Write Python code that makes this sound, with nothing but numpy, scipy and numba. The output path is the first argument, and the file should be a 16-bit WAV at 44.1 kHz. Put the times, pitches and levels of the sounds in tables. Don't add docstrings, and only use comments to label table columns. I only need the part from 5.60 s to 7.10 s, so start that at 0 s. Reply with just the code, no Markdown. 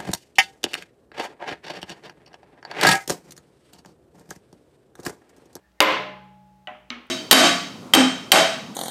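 import sys
import numpy as np
from scipy import signal
from scipy.fft import rfft, irfft
from scipy.io import wavfile
from numba import njit

SR = 44100
rng = np.random.default_rng(int(sys.argv[2]) if len(sys.argv) > 2 else 0)


def gain_from_db(level_db):
    decades = np.asarray(level_db, float) / 20
    return 10 ** decades


def output_pcm(signal):
    pcm = np.clip(np.atleast_2d(signal).T, -1, 1) * 32767
    wavfile.write(sys.argv[1], SR, np.round(pcm).astype(np.int16))


N = 66150
T = np.arange(N) / SR

# (t/s, crack level/dB, contact time/s, ring level/dB, room level/dB)
HITS = [
    (0.2041, 13, .0002, -2, -8),
    (1.0722, -26.5, 0.00037, -34, -40.5),
    (1.3034, -11, 0.00027, -34, -37),
]
RING_RISE_S = 0.0021


def curve(points, hz):
    p = np.array(points, float)
    return np.interp(np.log(np.maximum(hz, 1)), np.log(p[:, 0]), p[:, 1])


def colour(points, hz=None, octaves=None):
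    f = np.fft.rfftfreq(N, 1 / SR)
    spectrum = rfft(rng.standard_normal(N)) * gain_from_db(curve(points, f))
    spectrum = spectrum / np.std(irfft(spectrum, N))
    if hz:
        distance = np.clip(np.log2((f + 1) / hz) / octaves, -1, 1)
        spectrum = spectrum * np.cos(np.pi / 2 * distance)
    return irfft(spectrum, N)


def fade(start, t60, rise):
    age = np.maximum(T - start, 0)
    return (1 - np.exp(-(age / rise) ** 2)) * 10 ** (-3 * age / t60)


def ring(start, modes, rise, spread_hz=0., count=1):
    partner_db = -2.5
    out, age = 0, T - start
    weight = np.where(np.arange(count) == 0, 1, gain_from_db(partner_db))[:, None]
    for hz, db, t60 in modes:
        detune, phase = rng.random((2, count, 1))
        offset = spread_hz * (1 + hz / 1000) * (detune - .5) * (weight != 1)
        cycles = (hz + offset) * age + phase * (count > 1)
        tone = (weight * np.sin(2 * np.pi * cycles)).sum(axis=0)
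        out = out - gain_from_db(db) * fade(start, t60, rise) * tone / np.sqrt(count)
    return out


def puffs(rows, octaves):
    flat = [(20, 0), (20000, 0)]
    out = 0
    for s, db, hz, length in rows:
        swell = np.exp(-((T - s) / length) ** 2)
        noise = colour(flat, hz, octaves) / np.sqrt(hz * octaves / 32000)
        out = out + gain_from_db(db) * swell * noise
    return out


def garage():
    # (f/Hz, level/dB per Hz)
    floor_colour = [(18, -38), (30, -25), (64, 1.5), (93, -14), (597, -17), (1350, -21.5), (1750, -24),
                    (15800, -40)]
    # (f/Hz, level/dB before a common lift of 8.5 dB)
    hum_tones = [(59.2, -71.5), (183.0, -88), (317.6, -82), (608.3, -84)]
    floor_db = -61.5
    out = gain_from_db(floor_db - 4) * colour(floor_colour)
    for hz, db in hum_tones:
        out = out + gain_from_db(db + 8.5) * np.sin(2 * np.pi * (hz * T + rng.random()))
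    return out


def stand():
    # (f/Hz, level/dB, t60/s)
    slow_modes = [(132.8, -45.5, 3), (190, -40.5, 3), (841.6, -38, 2.4), (992, -43, 0.3), (1680, -50, 1.2)]
    earlier_blow_s, earlier_db, rise_s = -.9, -10.5, 0.1
    earlier = gain_from_db(earlier_db) * ring(earlier_blow_s, slow_modes, rise_s)
    return earlier + ring(HITS[0][0], slow_modes, rise_s)


def swish():
    # (t/s, level/dB, f/Hz, length/s)
    whistles = [
        (0.07, -70, 1740, 0.052),
        (0.19, -64, 1968, 0.014),
    ]
    return puffs(whistles, 0.18)


def ticks():
    # (t/s, level/dB, f/Hz, length/s)
    cloth_ticks = [
        (0.1185, -60, 3860, 0.00034),
        (1.0722, -63, 8100, 0.00044),
        (1.0745, -57, 5300, 0.0016),
        (1.3018, -43, 5000, 0.00046),
        (1.3042, -57.5, 9900, 0.0013),
        (1.4695, -63.5, 10900, .002),
    ]
    return puffs(cloth_ticks, 1.0)


def reverb(start, room):
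    # (f/Hz, t60/s)
    room_decay = [(100, .7), (300, .6), (1000, 0.5), (3000, 0.51), (6000, 0.43),
                  (9000, .3), (12000, .22), (15000, .16)]
    late_db, late_stretch = -26.5, 1.63
    out = 0
    for hz in 60 * 2 ** np.arange(0, 8.6, 1 / 2):
        t60 = curve(room_decay, hz)
        rise = 0.00067 + 2.3 / hz
        tail = fade(start, t60, rise) + gain_from_db(late_db) * fade(start, late_stretch * t60, rise)
        out = out + colour(room, hz, 1 / 2) * tail
    return out


def contact(hit, crack, modes, room):
    # (delay/s, level/dB)
    first_walls = [(.0045, -10.5), (.0092, -13.5), (.0145, -13.5)]
    echo_smear_s, echo_top_hz, ring_t60_max_s = 0.00079, 3000, .5
    s, crack_db, push, ring_db, room_db = hit
    short = [(hz, db, 2.78 / width) for hz, width, db in crack]
    echoes = 0
    for lag, db in first_walls:
        echoes = echoes + gain_from_db(db) * ring(s + lag, short, push + echo_smear_s, 100, count=2)
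    dull_echoes = signal.lfilter(*signal.butter(2, echo_top_hz, fs=SR), echoes)
    cracks = ring(s, short, push) + dull_echoes
    held = [(hz, db, min(t60, ring_t60_max_s)) for hz, db, t60 in modes]
    steel = ring(s, held, RING_RISE_S, 22, count=4)
    return gain_from_db(crack_db) * cracks + gain_from_db(ring_db) * steel + gain_from_db(room_db) * reverb(s, room)


def blow():
    # (f/Hz, width/Hz, level/dB)
    crack = [(845, 110, -13.5), (1400, 620, -3.5), (2770, 300, -1), (3715, 150, -7.5), (4755, 200, -6.5),
             (6550, 310, -14.5), (6770, 290, -17.5), (8800, 810, -15.5), (14300, 730, -17.5)]
    # (f/Hz, level/dB, t60/s)
    modes = [(306, -18, 0.61), (429.2, -17, 0.46), (540.8, -4.5, 0.33), (900, -21, 0.32),
             (1000.5, -8, 0.76), (1035, -7, .55), (1290, -17.5, .5), (1493, -15.5, 0.4), (2066, -9.5, 0.63),
             (2188, -11, 0.46), (2366, -19, .4), (2896, -20.5, 0.49), (3480, -20.5, .4)]
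    # (f/Hz, level/dB per Hz)
    room = [(50, -52.5), (130, -24), (293, -12), (1030, -6), (3090, -9.5), (6000, -27), (11000, -38),
            (15800, -40)]
    return contact(HITS[0], crack, modes, room)


def vise():
    pitches = (609, 732, 4500, 5990, 7200)
    decays = (.65, .4, .55, .45, .25)
    # (level/dB, one column per pitch)
    wake = [
        (-14.5, -40.5, -35, -50.5, -50),
        (-42, -36, -90, -78, -90),
        (-53, -51, -80, -59, -64),
    ]
    out = 0
    for hit, levels in zip(HITS, wake):
        out = out + ring(hit[0], zip(pitches, levels, decays), RING_RISE_S, 6, count=2)
    return out


def skip():
    # (t/s, tick level/dB, ring f/Hz, ring level/dB, ring t60/s)
    touch = (0.2197, -14, 12580, -22, .09)
    # (f/Hz, level/dB, t60/s)
    lengthwise = [(12580, -40, .4), (14000, -30, .07)]
    s, db, hz, ring_db, t60 = touch
    clicks = puffs([(s, db, 8000, .0007), (s + .007, db - 5, 10000, .002)], 1.2)
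    return clicks + ring(s, [(hz, ring_db, t60)] + lengthwise, .006, 8, count=3)


def set_back():
    # (f/Hz, width/Hz, level/dB)
    crack = [(686, 130, -7), (1946, 33, -6.5), (2970, 227, 5.5), (3380, 460, -4.5)]
    # (f/Hz, level/dB, t60/s)
    modes = [(230, -14.5, 0.37), (807, 1, 0.26), (1023, -1.5, 0.15), (1510, 0.5, 0.1), (1980, -8, .2),
             (2650, -10, 0.17), (2970, -14, 0.12)]
    # (f/Hz, level/dB per Hz)
    room = [(100, -29), (230, -4), (450, -14), (750, -6), (2000, -8), (3200, -11.5), (4300, -33),
            (9000, -50)]
    return contact(HITS[1], crack, modes, room)


def tap():
    # (f/Hz, width/Hz, level/dB)
    crack = [(2200, 150, -11.5), (2920, 500, 0), (3860, 760, 3.5), (6050, 140, -21.5), (7700, 420, -36)]
    # (f/Hz, level/dB, t60/s)
    modes = [(241.3, -2.5, 0.45), (320, -12.5, 0.92), (1077, -7.5, 0.45), (1233, -2.5, 0.28),
             (1295, -6, 0.53), (2193, -2.5, .33), (2720, -7.5, 0.1), (4220, -19, 0.45)]
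    # (f/Hz, level/dB per Hz)
    room = [(100, -35.5), (240, 2.5), (700, -4), (1300, -0.5), (3100, 0.5), (4500, -12.5), (6500, -23.5),
            (9000, -40)]
    return contact(HITS[2], crack, modes, room)


def scene():
    before = garage() + stand() + swish() + ticks()
    hits = blow() + vise() + skip() + set_back() + tap()
    return (before + hits)[None]


@njit
def follow(x, up, down):
    level, out = 0., np.empty(len(x))
    for i in range(len(x)):
        level += (x[i] - level) * (up if x[i] > level else down)
        out[i] = level
    return out


def roll_off(x):
    return signal.sosfilt(signal.butter(12, 15980, fs=SR, output="sos"), x)


def record(dry):
    mic_low_hz, top_hz = 54, 15900
    duck_top_db, duck_ratio, duck_attack_s, duck_release_s = -11, 12, 0.0031, .06
    clip_hard, clip_db = 2.7, -0.37
    dry = signal.lfilter(*signal.butter(3, mic_low_hz, "high", fs=SR), dry)
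    level = follow(np.abs(dry[0]), 1 / (duck_attack_s * SR), 1 / (duck_release_s * SR))
    gain = np.minimum(gain_from_db(duck_top_db) / (level + 1e-9), 1) ** (1 - 1 / duck_ratio)
    x = dry * gain
    x = gain_from_db(clip_db) * x / (1 + np.abs(x) ** clip_hard) ** (1 / clip_hard)
    x = signal.lfilter(*signal.butter(2, 40, "high", fs=SR), x)
    x = signal.sosfilt(signal.ellip(10, .2, 80, top_hz, fs=SR, output="sos"), x)
    return roll_off(x)


dry = scene()
out = record(dry)
output_pcm(out)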